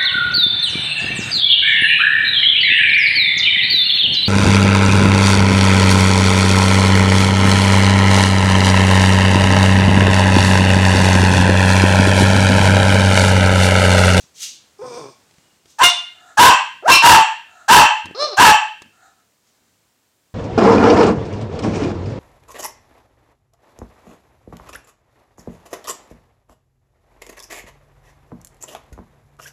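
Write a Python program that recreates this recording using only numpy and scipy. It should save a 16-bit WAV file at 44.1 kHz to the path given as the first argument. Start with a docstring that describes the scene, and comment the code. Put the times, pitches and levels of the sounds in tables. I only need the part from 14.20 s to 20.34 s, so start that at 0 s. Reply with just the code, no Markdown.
"""A small flat-faced dog, an arm's length from a phone in a wooden-floored room, snorts, grumbles, then barks
six times with two shrill yelps and a whine between. Its voice is vocal-fold pulses and puffed air through
throat and mouth resonances; snorts and gasps are shaped noise. A decaying noise tail makes the room ring.
Lip, claw and cloth ticks and a hand on the case lie close to the microphone, over room tone and hiss.
The barks overload the microphone."""
import sys
import numpy as np
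from scipy import signal
from scipy.fft import rfft, irfft
from scipy.io import wavfile

SR = 44100
rng = np.random.default_rng(int(sys.argv[2]) if len(sys.argv) > 2 else 0)


def level_to_linear(level):
    """Convert decibel levels to linear amplitude factors, elementwise."""
    exponent = np.asarray(level, float) / 20
    return 10 ** exponent


def transcribe(u):
    """Save the signal u as a 16-bit wav file named by the first command-line argument.

    u: samples, shape (n,) or (channels, n), limited to [-1, 1]; the rate is SR.
    q: integer samples, one column per channel.
    """
    v = np.clip(np.atleast_2d(u).T, -1, 1)
    q = np.round(v * 32767).astype(np.int16)
    wavfile.write(sys.argv[1], SR, q)


N = 270774  # length in samples


def shape(x, gain):
    """Filter x by a gain given as a function of frequency."""
    return irfft(rfft(x) * gain(np.fft.rfftfreq(len(x), 1 / SR) + 1), len(x))


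def unit(x):
    """Scale to rms 1."""
    return x / np.sqrt(np.mean(x ** 2))


def walk(count, rate):
    """Smooth chance that changes about rate times a second; spread 1."""
    return unit(shape(rng.standard_normal(count), lambda f: 1 / (1 + (f / rate) ** 2)))


def resonances(modes):
    """Complex gain of a row of steep resonances side by side."""
    def gain(f):
        return sum(level_to_linear(db) / (1 + 1j * (f / hz - hz / f) * hz / width) ** 2 for hz, width, db in modes)
    return gain


def voice(mouth, jitter, shimmer_db, air_db, clean_hz=3700, skip=2, skip_depth=0.):
    """Vocal-fold pulses that wobble in pitch and size, swelling every skip cycles, with air puffed once a cycle."""
    def sound(hz):
        phase = 2 * np.pi * np.cumsum(hz * (1 + jitter * walk(len(hz), 120))) / SR
        orders = np.arange(1, 12000 // hz.max())[:, None]
        # the folds close softly, so overtones above clean_hz sink under the air noise
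        overtones = np.cos(orders * phase) / (1 + (orders * hz / clean_hz) ** 2)
        pulses = unit(overtones.sum(axis=0))
        pulses = pulses * (1 + skip_depth * np.cos(phase / skip))
        pulses = pulses * level_to_linear(shimmer_db * walk(len(hz), 300))
        air = rng.standard_normal(len(hz)) * (1 + .7 * np.cos(phase))
        return shape(pulses + level_to_linear(air_db) * air, resonances(mouth))
    return sound


def breath(airway):
    """Turbulent air or rubbing, with a slight flutter, through resonances."""
    def sound(t):
        flutter = level_to_linear(1.5 * walk(len(t), 40))
        return shape(rng.standard_normal(len(t)) * flutter, resonances(airway))
    return sound


def swell(start, peak, end, db, edge_db):
    """Level points that rise to a peak and fall away; edge_db is the ends' level against the peak."""
    return [(start, db + edge_db), (peak, db), (end, db + edge_db)]


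RISE_S = .006  # soft start of every call
TREBLE_HZ, TREBLE_PER_DB = 1500, 0.18  # treble corner; dB of treble per dB of effort


def play(call, sound, fall_s=0.011):
    """Lay sound(pitch) out along a call's points, with soft ends; less effort dulls the treble."""
    s, *pitch, db = np.transpose(call)
    t = np.arange(N) / SR
    span = slice(int(s[0] * SR), int((s[-1] + fall_s) * SR))
    t = t[span]
    ends = np.clip((t - s[0]) / RISE_S, 0, 1) * np.clip((t[-1] - t) / fall_s, 0, 1)
    effort_db = np.interp(t, s, db)
    x = unit(sound(np.interp(t, s, pitch[0]) if pitch else t))
    if pitch:
        treble = shape(x, lambda f: 1 / (1 + (TREBLE_HZ / f) ** 6))
        x = x - treble * (1 - level_to_linear(TREBLE_PER_DB * (effort_db - db.max())))
    out = np.zeros(N)
    out[span] = x * level_to_linear(effort_db) * ends
    return out


# room tone spectrum, power density before scaling: freq_hz, density_db
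HUSH_SPECTRUM = [(15, -47), (25, -13.5), (96, -2), (274, -3.5), (537, -7), (3090, -12.5), (4040, -12.5),
                 (5880, -13), (7500, -11.5), (11500, -25.5), (15500, -30)]
# slow fall of the room tone: time_s, level_db
HUSH_LEVEL = [(0, -59), (6.14, -65)]


def hush():
    """Room tone: shaped noise whose level slides along its table and wanders a little."""
    hz, db = np.transpose(HUSH_SPECTRUM)
    noise = unit(shape(rng.standard_normal(N), lambda f: level_to_linear(np.interp(np.log(f), np.log(hz), db))))
    level_db = np.interp(np.arange(N) / SR, *np.transpose(HUSH_LEVEL))
    return noise * level_to_linear(level_db + 0.9 * walk(N, 2.1))


HISS_DB, HISS_HZ = -70, 7000  # level; the hiss lies mostly above this corner


def hiss():
    """Steady microphone hiss: noise with its bass rolled off."""
    return level_to_linear(HISS_DB) * unit(shape(rng.standard_normal(N), lambda f: 1 / (1 + (HISS_HZ / f) ** 2)))


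# snorts; the first one is already falling: start_s, peak_s, end_s, level_db
SNORTS = [(0., -0.018, 0.046, -36), (.14, 0.235, .37, -28), (1.44, 1.503, 1.62, -52),
          (5.14, 5.277, 5.42, -66.5)]
# nostril resonances: freq_hz, width_hz, gain_db
NOSTRILS = [(2360, 1000, -8.5), (4335, 4200, 14), (5900, 2200, 12), (8500, 1000, -9.5)]
SNORT_EDGE_DB = -28


def snorts():
    """Air roughened into noise in narrow nostrils."""
    return sum(play(swell(*row, SNORT_EDGE_DB), breath(NOSTRILS)) for row in SNORTS)


# time for each octave band to die by 60 dB: freq_hz, t60_s
ROOM_T60 = [(150, 0.36), (400, 0.05), (900, 0.34), (3000, 0.47), (6000, 0.34), (10000, 0.1), (15000, 0.033)]
ROOM_DB, ROOM_GAP_S = -4.5, 0.0021  # tail energy against the direct sound; silence before the first reflection


def room(x):
    """Dense reflections off the room as a noise tail, each band dying at its own rate."""
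    t = np.arange(int(.9 * SR)) / SR
    tail = np.zeros(len(t))
    for hz, t60 in ROOM_T60:
        band = shape(rng.standard_normal(len(t)), lambda f: np.exp(-np.log2(f / hz) ** 2 / .5))
        tail += band * level_to_linear(-60 * t / t60)
    tail = tail * (t > ROOM_GAP_S) / np.sqrt(np.sum(tail ** 2))
    return level_to_linear(ROOM_DB) * signal.fftconvolve(x, tail)[:N]


# lips, claws and cloth: start_s, level_db, thud_hz, crack_db (over the thud)
TICKS = [(0.039, -40.5, 155, -8), (1.11, -47, 340, 1), (1.139, -47.5, 151, 0), (1.183, -41.5, 161, -6),
         (1.357, -53, 288, -19), (1.457, -40, 326, -1.5), (3.857, -26.5, 275, -0.5),
         (3.911, -22.5, 360, -20), (4.62, -25.5, 967, -4.5), (4.658, -44.5, 866, -4.5)]


def ticks():
    """Small contacts close to the microphone: each a noise crack on a brief, damped thud."""
    out = np.zeros(N)
    t = np.arange(800) / SR
    for s, db, hz, crack_db in TICKS:
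        crack = rng.standard_normal(len(t)) * np.exp(-t / 0.0045)
        crack = shape(crack, lambda f: 1 / (1 + (f / 7000) ** 4))
        thud = np.sin(2 * np.pi * hz * t) * np.exp(-t * hz / 0.5)
        i = int(s * SR)
        out[i:i + len(t)] += level_to_linear(db) * (level_to_linear(crack_db) * crack + thud)
    return out


# wheeze under the grumble: start_s, peak_s, end_s, level_db
WHEEZE = (.58, .75, .93, -43)
# nose resonances with the mouth shut: freq_hz, width_hz, gain_db
SHUT_NOSE = [(2370, 240, 2.5), (3604, 405, -0.5), (5240, 2000, 1.5), (8320, 780, -3)]


def wheeze():
    """Turbulent air through the nose while the mouth is shut."""
    return play(swell(*WHEEZE, -15), breath(SHUT_NOSE))


def stretch(call, start, end):
    """The part of a call between two times."""
    s, hz, db = np.transpose(call)
    t = np.linspace(max(start, s[0]), min(end, s[-1]), num=40)
    return np.transpose([t, np.interp(t, s, hz), np.interp(t, s, db)])


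# grumble contour: time_s, pitch_hz, level_db
GRUMBLE = [(0.582, 431, -72), (0.594, 401, -39), (0.612, 410, -36.5), (0.624, 501, -28.5),
           (0.644, 509, -31.5), (0.696, 492.3, -38), (0.712, 476, -33.5), (0.764, 477, -35.5),
           (0.78, 498, -31.5), (0.83, 420.7, -35.5), (0.886, 410.7, -44), (0.915, 352, -50)]
# throat resonances with the mouth shut: freq_hz, width_hz, gain_db
SHUT_MOUTH = [(137, 44, 9.5), (301, 54, -23), (430, 440, 6.5), (807, 370, -2.5), (1050, 91, 8.5),
              (1170, 77, -31.5)]
HALVES_S, THIRDS_S = 0.63, .777  # where the grumble breaks into halves, then thirds


def grumble():
    """Shut-mouth voice whose pulses start even, then alternate in twos, then in threes."""
    even = voice(SHUT_MOUTH, .008, 1.5, -6, clean_hz=1200)
    halves = voice(SHUT_MOUTH, .02, 3.5, 1, clean_hz=1500, skip=2, skip_depth=.8)
    thirds = voice(SHUT_MOUTH, .035, 4, 0, clean_hz=1500, skip=3, skip_depth=1.3)
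    return (play(stretch(GRUMBLE, 0, HALVES_S), even)
            + play(stretch(GRUMBLE, HALVES_S, THIRDS_S), halves)
            + play(stretch(GRUMBLE, THIRDS_S, np.inf), thirds))


# rubs of the hand: start_s, peak_s, end_s, level_db
HANDLING = [(1.05, 1.188, 1.24, -69), (1.44, 1.466, 1.52, -68), (3.84, 3.871, 3.94, -41.5),
            (4.6, 4.662, 4.7, -55.5)]
# case resonances: freq_hz, width_hz, gain_db
CASE = [(90, 54, 3), (205, 200, -0.5)]
HANDLING_EDGE_DB = -10


def handling():
    """Rumble of the hand on the case: rubbing noise through low resonances."""
    return sum(play(swell(*rub, HANDLING_EDGE_DB), breath(CASE)) for rub in HANDLING)


# faint whistle: time_s, pitch_hz, level_db
WHISTLE = [(1.17, 2880, -78), (1.33, 2860, -72), (1.39, 2856, -78)]


def whistle():
    """A faint thin tone from the dog: one sine with a wobbling pitch."""
    def sound(hz):
        return np.sin(2 * np.pi * np.cumsum(hz * (1 + .012 * walk(len(hz), 60))) / SR)
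    return play(WHISTLE, sound)


# quick swell to a knee, slower to the peak; level_db against the peak
BARK_ATTACK_S, BARK_KNEE, BARK_START_DB, BARK_KNEE_DB = .04, 0.75, -26.5, -5.5
BARK_RELEASE_S, BARK_END_DB = .04, -6.5
CLIMB_S, SETTLE_S = .055, .04  # pitch climbs to its top, then heads for where it settles


def bark(start, length, db, first_hz, top_hz, settled_hz):
    """Contour of one bark: swell, hold and release; short barks squeeze the swell and the climb."""
    t = np.linspace(0, length, num=60)
    attack, climb = min(BARK_ATTACK_S, .75 * length), min(CLIMB_S, .75 * length)
    effort = np.interp(t, [0, BARK_KNEE * attack, attack], [BARK_START_DB, BARK_KNEE_DB, 0])
    release = min(BARK_RELEASE_S, length - attack)
    effort = effort + BARK_END_DB * np.clip(1 - (length - t) / release, 0, 1)
    hz = np.interp(t, [0, climb, climb + SETTLE_S], [first_hz, top_hz, settled_hz])
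    return np.transpose([start + t, hz, db + effort])


# barks: start_s, length_s, level_db (peak), first_hz, top_hz, settled_hz
BARKS = [(1.583, 0.056, -4, 870, 1047, 955), (2.17, 0.12, 8.5, 864.8, 995, 1011),
         (2.673, 0.041, 4.5, 859, 1050, 1050), (2.818, 0.14, 7.5, 878.8, 995.4, 905.9),
         (3.48, 0.12, 9.5, 789.5, 1026, 869.4), (4.166, 0.15, 3.5, 681, 1050, 874)]
# pitch wobble of each bark: share of pitch
BARK_JITTER = (.05, .055, .05, .036, .036, .022)
# throat and mouth resonances in a bark: freq_hz, width_hz, gain_db
BARK_MOUTH = [(960, 500, -4), (1177, 430, -4.5), (1559, 213, 3), (2710, 310, -3.5), (3017, 160, -7),
              (4360, 300, -16.5), (5770, 590, -15), (7435, 1300, -16.5)]
PUFF_RISE_S, PUFF_S, PUFF_DB, PUFF_EDGE_DB = 0.0096, 0.058, -30.5, -8.5  # PUFF_DB is against the bark


def barks():
    """Hoarse voice with strong air noise, and a puff of air bursting out as each bark opens."""
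    out = np.zeros(N)
    for row, jitter in zip(BARKS, BARK_JITTER):
        start, _, db, *_ = row
        hoarse = voice(BARK_MOUTH, jitter, 4, 5, clean_hz=1300, skip=2, skip_depth=.5)
        puff = swell(start, start + PUFF_RISE_S, start + PUFF_S, db + PUFF_DB, PUFF_EDGE_DB)
        out += play(bark(*row), hoarse) + play(puff, breath(NOSTRILS))
    return out


YELP_ATTACK_S, YELP_START_DB = 0.0095, 0  # start level is against the peak


def yelp(start, length, db, hz, end_db):
    """Contour of one yelp: a steady pitch, struck fast and fading."""
    return [(start, hz, db + YELP_START_DB), (start + YELP_ATTACK_S, hz, db), (start + length, hz, db + end_db)]


# yelps: start_s, length_s, level_db (peak), pitch_hz, end_db (against the peak)
YELPS = [(1.63, 0.072, -1.5, 705.9, -20), (2.712, .083, -1, 1361, -12.5)]
# mouth resonances of the first yelp: freq_hz, width_hz, gain_db
YELP_MOUTH = [(720, 160, -13.5), (1419, 1800, -3), (2300, 1500, -4.5), (2857, 290, 4), (3438, 570, 0.5),
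              (4175, 220, -9), (5500, 1400, -2.5), (8303, 2280, -6.5)]
# mouth resonances of the second, higher yelp: freq_hz, width_hz, gain_db
SHRILL_MOUTH = [(1100, 800, -9), (2580, 1100, 0.5), (4100, 290, -3), (5220, 600, -3), (7860, 2400, -15.5)]


def yelps():
    """Tense folds with little pitch wobble; the second yelp swells strongly every fourth cycle."""
    first = voice(YELP_MOUTH, .008, 2.5, 2, skip=2, skip_depth=.2)
    shrill = voice(SHRILL_MOUTH, .006, 3, -1, clean_hz=6000, skip=4, skip_depth=.9)
    return play(yelp(*YELPS[0]), first) + play(yelp(*YELPS[1]), shrill)


# gasps: start_s, peak_s, end_s, level_db
GASPS = [(1.895, 2.104, 2.16, -48), (3.25, 3.422, 3.48, -47.5), (4.723, 4.863, 4.93, -51.5),
         (4.95, 4.995, 5.04, -61.5)]
# open airway resonances: freq_hz, width_hz, gain_db
OPEN_AIRWAY = [(740, 150, -2), (1380, 250, 0.5), (1713, 110, -1.5), (3930, 600, -17), (7000, 2000, -19)]
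GASP_EDGE_DB = -12.5


def gasps():
    """Turbulent air through the open airway."""
    return sum(play(swell(*row, GASP_EDGE_DB), breath(OPEN_AIRWAY)) for row in GASPS)


# rising swoop into the third bark: time_s, pitch_hz, level_db
SWOOP = [(2.622, 281.5, -43.5), (2.646, 526, -31.5), (2.658, 650, -18), (2.685, 921, -8.5)]
# mouth resonances in the swoop: freq_hz, width_hz, gain_db
SWOOP_MOUTH = [(650, 700, 0), (1250, 450, -3), (3200, 900, -26), (5500, 3000, -16)]


def swoop():
    """Voice that climbs steeply in pitch and level, with few overtones."""
    return play(SWOOP, voice(SWOOP_MOUTH, .012, 2, -8, clean_hz=900))


# whine contour: time_s, pitch_hz, level_db
WHINE = [(3.945, 364.5, -32), (3.967, 479.4, -32), (3.999, 566.4, -20.5), (4.022, 591.4, -15),
         (4.05, 607.8, -19.5), (4.1, 478, -35.5), (4.14, 367, -30)]
# mouth resonances in the whine: freq_hz, width_hz, gain_db
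WHINE_MOUTH = [(520, 400, 0), (1180, 240, -1), (2600, 900, -17), (4250, 600, 2), (5000, 700, -1),
               (7600, 900, -22)]


def whine():
    """Nearly clean voice whose pitch arches up and back down."""
    return play(WHINE, voice(WHINE_MOUTH, .006, 2.5, -9, clean_hz=5000))


def dog():
    """Everything that comes from the dog, an arm's length off and without the room."""
    breaths = snorts() + wheeze() + gasps()
    calls = grumble() + whistle() + barks() + yelps() + swoop() + whine()
    return breaths + calls


def scene():
    """Dog direct and through the room, ticks and handling close by, room tone and hiss."""
    animal = dog()
    return (animal + room(animal) + ticks() + handling() + hush() + hiss())[None]


def low_pass(x):
    """Removes everything above the highest recorded frequency."""
    return signal.sosfilt(signal.butter(12, 15850, fs=SR, output="sos"), x)


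OVERLOAD = 0.62  # sample value where the microphone clips
BASS_CUT_HZ, TOP_HZ = 57, 15900


def record(dry):
    """The overloaded microphone squares off the loudest peaks; filters trim bass and top."""
    x = np.clip(dry[0], -OVERLOAD, OVERLOAD)
    x = shape(x, lambda f: (1 + (BASS_CUT_HZ / f) ** 8) ** -.5)[None]
    x = signal.sosfilt(signal.butter(4, TOP_HZ, fs=SR, output="sos"), x)
    return low_pass(x)


dry = scene()
out = record(dry)
transcribe(out)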